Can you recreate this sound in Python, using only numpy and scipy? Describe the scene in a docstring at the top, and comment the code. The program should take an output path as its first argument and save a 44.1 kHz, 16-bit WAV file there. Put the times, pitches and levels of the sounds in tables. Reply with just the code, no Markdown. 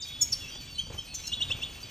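"""Finches in an aviary

Many finches call in a walled, wire-roofed aviary. Close by, one gives rising whistles, another
two-voiced chips; each note is a gliding tone with overtones. The flock and one far, hoarse song
blur into the echo of the walls. Wings thump past over outdoor air noise and a low rumble."""
import sys
import numpy as np
from scipy import signal
from scipy.fft import rfft, irfft, next_fast_len
from scipy.io import wavfile

SR = 44100
rng = np.random.default_rng(int(sys.argv[2]) if len(sys.argv) > 2 else 0)


def dump_mix(stems):
    """Bounce the given channels to the path in sys.argv[1] as a 16-bit WAV at rate SR."""
    frames = np.atleast_2d(stems).T  # one column per channel
    limited = np.clip(frames, -1, 1)  # hard clip at full scale
    pcm = np.round(limited * 32767).astype(np.int16)
    wavfile.write(sys.argv[1], SR, pcm)


N = 83790


def from_db(db):
    return 10 ** (np.asarray(db) / 20)


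def unit_rms(x):
    return x / np.sqrt(np.mean(x ** 2) + 1e-20)


def over_time(rows):
    times_s, values = np.transpose(rows)
    return np.interp(np.arange(N) / SR, times_s, values)


def at_hz(rows, hz):
    row_hz, values = np.transpose(rows)
    return np.interp(np.log(hz), np.log(row_hz), values)


def smooth(noise, corner_hz):
    pole = np.exp(-2 * np.pi * corner_hz / SR)
    return signal.lfilter([1], [1, -2 * pole, pole * pole], noise)


def drift(rate_hz):
    """Slow random wander, RMS 1."""
    return unit_rms(smooth(rng.standard_normal(N + SR), rate_hz)[SR:])


def add(out, start_s, x):
    i = max(int(start_s * SR), 0)
    out[i:i + len(x)] += x[:max(N - i, 0)]


def outdoor_air(level_db=-46.5, flicker_db=1.16, rumble_below_hz=300):
    """Third-octave bands of flickering stereo noise; the bass swells separately as a rumble."""
    # Each row: frequency in Hz, relative noise density in dB.
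    spectrum = [(22, -5.5), (55, 0.5), (110, -2), (200, -9), (400, -14.5), (1400, -19.5), (2300, -23),
                (3300, -8.5), (4500, -27), (8500, -29), (11000, -43), (15800, -28)]
    # Each row: frequency in Hz, side minus mid in dB.
    width = [(60, -17.5), (150, -16), (380, -4.5), (950, -0.5), (1800, -1.5), (2400, -27), (7000, -57),
             (15000, -46)]
    # Each row: time in seconds, relative level of the rumble in dB.
    rumble_curve = [(.0, -55.5), (.3, -48), (.65, -49.5), (.9, -46), (1.05, -51.5), (1.52, -45), (1.9, -51)]
    # Each row: time in seconds, relative level of the higher bands in dB.
    upper_curve = [(.0, -1), (.5, 4.2), (.85, -1.5), (1.15, 0.5), (1.5, 6), (1.7, 5), (1.9, 4)]
    rumble_db, upper_db = over_time(rumble_curve), over_time(upper_curve)
    edges_hz = 22 * 2 ** np.arange(0, 9.7, 1 / 3)
    white = rng.standard_normal((2, 2, N + SR))
    flickers = [drift(rate_hz=21) for _ in range(4)]
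    out = np.zeros((2, N))
    for k, (low_hz, high_hz) in enumerate(zip(edges_hz, edges_hz[1:])):
        band = signal.butter(2, [low_hz, high_hz], "band", fs=SR, output="sos")
        mid, side = signal.sosfilt(band, white[k % 2])[:, SR:]
        hz = np.sqrt(low_hz * high_hz)
        swell_db = rumble_db - rumble_db.mean() + 5.85 if hz < rumble_below_hz else upper_db
        gain = from_db(at_hz(spectrum, hz) + swell_db + flicker_db * flickers[k % 4])
        out += gain * (mid + from_db(at_hz(width, hz)) * side * [[1], [-1]])
    return from_db(level_db) * unit_rms(out)


def wall_echo(x, delay_s=0.0072, early_t60_s=0.09, early_db=11.5, tail_t60_s=0.51, side_db=-48):
    """Strong first reflections off the near walls and a diffuse tail, nearly mono."""
    t = np.arange(SR // 2) / SR
    decay = from_db(-60 * t / tail_t60_s) + from_db(early_db - 60 * t / early_t60_s)
    mid, side = rng.standard_normal((2, len(t))) * decay * (t > delay_s)
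    mid /= np.linalg.norm(mid)
    side *= from_db(side_db) / np.linalg.norm(side)
    echo = signal.fftconvolve(x[None], np.array([mid + side, mid - side]), axes=1)[:, :N]
    stir_rad = 0.65 * drift(rate_hz=70)  # moving birds stir the echo, blurring its pitch
    return (signal.hilbert(echo) * np.exp(1j * stir_rad)).real


def bird_note(length_s, from_hz, to_hz, db, turn, turn_s, swell, fade, second_db, rasp, third_db=-60):
    """Uneven whistle gliding at fraction `turn` of its length. Returns sound, envelope, phasor."""
    progress = np.linspace(0, 1, max(int(length_s * SR), 8))
    glide = 0.5 + 0.5 * np.tanh((progress - turn) * length_s / turn_s)
    hz = from_hz + (to_hz - from_hz) * glide
    shape = progress ** swell * (1 - progress) ** fade
    unevenness = rasp * unit_rms(smooth(rng.standard_normal((2, 6000)), corner_hz=694))
    shake_rad, tremble = unevenness[:, :len(progress)]
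    phasor = np.exp(2j * np.pi * np.cumsum(hz) / SR + 1j * shake_rad)
    envelope = np.sqrt(2) * from_db(db) * shape / shape.max() * np.abs(1 + tremble)
    lowness = hz.min() / hz  # overtones weaken at high pitch
    second = from_db(second_db) * lowness ** 3.1 * phasor ** 2
    third = from_db(third_db) * lowness ** 13.1 * phasor ** 3
    return envelope * (phasor + second + third).imag, envelope, phasor


def far_birds(notes_per_s=140, low_hz=2300, high_hz=6730, mean_length_s=0.02373):
    """The farthest birds: faint notes of random time, pitch, length and glide."""
    out = np.zeros(N)
    for when, pitch, glide, length, level in rng.random((500, 5))[:int(notes_per_s * N / SR)]:
        from_hz = low_hz * (high_hz / low_hz) ** (pitch ** 1.3)
        to_hz = from_hz * (1 + 0.3004 * (glide - 0.5))
        sound, _, _ = bird_note(mean_length_s * (0.5 + length), from_hz, to_hz, db=-58.5 + 6 * level,
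                                turn=0.487, turn_s=0.0091, swell=1, fade=0.46, second_db=-5.5, rasp=0.56)
        add(out, when * N / SR, sound)
    return out


def far_song(waver_hz=70, rasp=0.81, ramp_s=0.01):
    """One held, hoarse line from a far perch; phase and amplitude shake."""
    # Each row: time in seconds, pitch in Hz, level in dB.
    contour = [(0.504, 4500, -61), (0.524, 4810, -47), (.565, 4780, -54.5), (.6, 4520, -51.5),
               (.65, 4464, -58), (.69, 4640, -52), (.76, 4435, -55), (.9, 4700, -54)]
    times_s, hz, db = np.transpose(contour)
    t = np.arange(N) / SR
    phase = 2 * np.pi * np.cumsum(np.interp(t, times_s, hz)) / SR + rasp * drift(waver_hz)
    gate = np.clip(np.minimum(t - times_s[0], times_s[-1] - t) / ramp_s, 0, 1)
    tremble = 1 + rasp * drift(waver_hz)
    return from_db(np.interp(t, times_s, db)) * gate * tremble * np.sin(phase)


def flock(half_echo_db=-45, nearness_db_per_db=0.72):
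    """Soft notes from the perches, split into direct and wall-bound sound; louder is nearer, so drier."""
    # Each row: start and length in seconds, first and last pitch in Hz, level before the split in dB.
    notes = [(.0, 0.0675, 3632, 3730, -42.5), (.004, 0.031, 7740, 4470, -42.5),
             (0.022, 0.02, 5210, 4430, -37), (0.068, 0.06, 3326, 3367, -42),
             (0.074, 0.058, 3705, 3710, -44), (0.134, 0.085, 3395, 3467, -44.5),
             (0.396, 0.04, 3450, 3360, -44.5), (0.409, 0.048, 2830, 2640, -44),
             (0.464, 0.044, 2602, 2867, -46.5), (0.477, 0.022, 5300, 6150, -44.5),
             (0.507, 0.045, 3220, 3220, -47.5), (0.544, 0.047, 3400, 3510, -47),
             (.548, 0.012, 6040, 5560, -46.5), (0.666, 0.033, 5760, 5440, -53),
             (0.672, 0.013, 3440, 3540, -48), (0.695, 0.018, 2746, 2810, -48.5),
             (0.748, 0.021, 3970, 4190, -47), (0.814, 0.036, 6110, 5670, -51.5),
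             (0.983, 0.024, 5500, 5160, -46), (1.042, 0.09, 2490, 2610, -52.5),
             (1.098, 0.039, 4500, 4160, -47), (1.145, 0.017, 7150, 7330, -40),
             (1.157, 0.029, 6150, 6040, -43), (1.214, 0.051, 5540, 5880, -46),
             (1.235, 0.052, 4200, 4060, -46), (1.236, 0.081, 2705, 2855, -45.5),
             (1.319, 0.01, 3415, 3420, -36.5), (1.369, 0.024, 3520, 3340, -37.5),
             (1.483, 0.017, 3680, 3490, -38), (1.605, 0.05, 3485, 3370, -44.5),
             (1.664, 0.032, 3050, 2920, -46.5), (1.745, 0.038, 2670, 2710, -51),
             (1.831, 0.01, 4600, 4770, -37)]
    direct, to_walls = np.zeros((2, N))
    for start_s, length_s, from_hz, to_hz, db in notes:
        sound, _, _ = bird_note(length_s, from_hz, to_hz, db, turn=0.499, turn_s=0.014,
                                swell=0.13, fade=0.087, second_db=-44, third_db=-58, rasp=0.11)
        direct_ratio = from_db(nearness_db_per_db * (db - half_echo_db))
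        wall_share = sound / np.hypot(1, direct_ratio)
        add(direct, start_s, direct_ratio * wall_share)
        add(to_walls, start_s, wall_share)
    return direct, to_walls


def wing_beats(thump_hz=101.7, rise_s=0.005, feather_hz=(248, 608)):
    """Each beat is one low swing of air with a puff of feather noise."""
    # Each row: peak time in seconds, level in dB, feather noise relative to that level in dB.
    beats = [(.228, -42, -7), (0.557, -44, -6), (0.872, -42.5, -9.5), (0.905, -39.5, -4), (0.923, -48, 0.5),
             (0.946, -37, -7.5), (.963, -47, -3), (.987, -39, -14), (1.006, -50.5, -14), (1.374, -50.5, 2),
             (1.406, -45, -6.5), (1.503, -40, -2), (1.552, -37, -17), (1.591, -51.5, 4.5)]
    out = np.zeros(N)
    t = np.arange(int(0.055 * SR)) / SR
    envelope = np.e * t / rise_s * np.exp(-t / rise_s)
    band = signal.butter(1, feather_hz, "band", fs=SR, output="sos")
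    puffs = unit_rms(signal.sosfilt(band, rng.standard_normal((len(beats), len(t)))))
    variations = rng.uniform(-0.88, 1, (len(beats), 2))
    for (peak_s, db, feather_db), (detune, polarity), puff in zip(beats, variations, puffs):
        push = np.sign(polarity) * np.sin(2 * np.pi * thump_hz * (1 + 0.25 * detune) * t)
        add(out, peak_s - rise_s, from_db(db) * envelope * (push + from_db(feather_db) * puff))
    return out


def near_whistles():
    """A close finch gives short rising whistles."""
    # Each row: start and length in seconds, first and last pitch in Hz, level in dB.
    notes = [(0.777, 0.027, 3033, 3253, -26.5), (0.974, 0.026, 3070, 3215, -32.5),
             (1.314, 0.031, 2817, 3920, -27), (1.399, 0.035, 2818, 3840, -25),
             (1.499, 0.028, 2642, 3610, -25), (1.612, 0.033, 2710, 3700, -30)]
    out = np.zeros(N)
    for start_s, *note in notes:
        sound, _, _ = bird_note(*note, turn=0.7, turn_s=0.0048, swell=1.48, fade=0.48,
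                                second_db=-14.5, third_db=-21, rasp=0.046)
        add(out, start_s, sound)
    return out


def near_chips(sum_tone_db=-28, side_tone_db=-19):
    """A close finch chips with two voices, a and b, which mix in the throat into two more tones."""
    # Each row: start and length in seconds, first and last pitch in Hz and level in dB of voice a,
    # the same three for voice b, delay of b in seconds, rasp from 0 to 1.
    chips = [(0.208, 0.027, 7540, 6630, -20, 5140, 5457, -25, 0.0049, 0.11),
             (0.319, 0.024, 6510, 5350, -23.5, 5175, 4630, -30.5, 0.0036, 0.27),
             (1.138, 0.027, 6780, 6270, -36.5, 5540, 5820, -42.5, 0.0028, 0.49),
             (1.264, 0.022, 7100, 6490, -38.5, 5960, 5350, -37, 0.0024, 0.42)]
    timbre = dict(turn=0.076, turn_s=0.0082, swell=1.19, fade=1, second_db=-16.5)
    out = np.zeros(N)
    for start_s, length_s, *voices, delay_s, rasp in chips:
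        sound_a, envelope_a, phasor_a = bird_note(length_s, *voices[:3], rasp=rasp, **timbre)
        sound_b, envelope_b, phasor_b = bird_note(length_s, *voices[3:], rasp=rasp, **timbre)
        sum_tone = from_db(sum_tone_db) * phasor_a * phasor_b  # fa + fb
        side_tone = from_db(side_tone_db) * phasor_a ** 2 / phasor_b  # 2 fa - fb
        add(out, start_s, sound_a)
        add(out, start_s + delay_s, sound_b)
        add(out, start_s + delay_s / 2, np.sqrt(envelope_a * envelope_b) * (sum_tone + side_tone).imag)
    return out


def scene(near_echo_db=-8, song_echo_db=2):
    """Birds, their echo, wings and air; the farthest birds are heard only as echo."""
    near = near_whistles() + near_chips()
    flock_direct, flock_to_walls = flock()
    song = far_song()
    to_walls = from_db(near_echo_db) * near + flock_to_walls + from_db(song_echo_db) * song + far_birds()
    echo = wall_echo(to_walls)
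    return near + flock_direct + song + wing_beats() + echo + outdoor_air()


def record(dry):
    """The two microphone ports differ in phase by frequency; the top treble is cut."""
    # Each row: frequency in Hz, phase lead of left over right in radians.
    port_phase = [(1900, .0), (2400, .3), (3100, .66), (3700, .66), (5300, .38), (6800, .1), (8700, -.3),
                  (10200, -3.1), (12200, -6.3), (14000, -9.4), (15700, -12.4)]
    stopband_hz, stopband_db = 16300, 70
    size = next_fast_len(N + 4096)
    bin_hz = np.arange(size // 2 + 1) * SR / size
    lead_rad = at_hz(port_phase, bin_hz + 1)
    rotation = np.exp(0.5j * lead_rad * np.array([[1], [-1]]))
    ports = irfft(rfft(dry, size) * rotation, size)[:, :N]
    return signal.sosfilt(signal.cheby2(14, stopband_db, stopband_hz, fs=SR, output="sos"), ports)


dry = scene()
out = record(dry)
dump_mix(out)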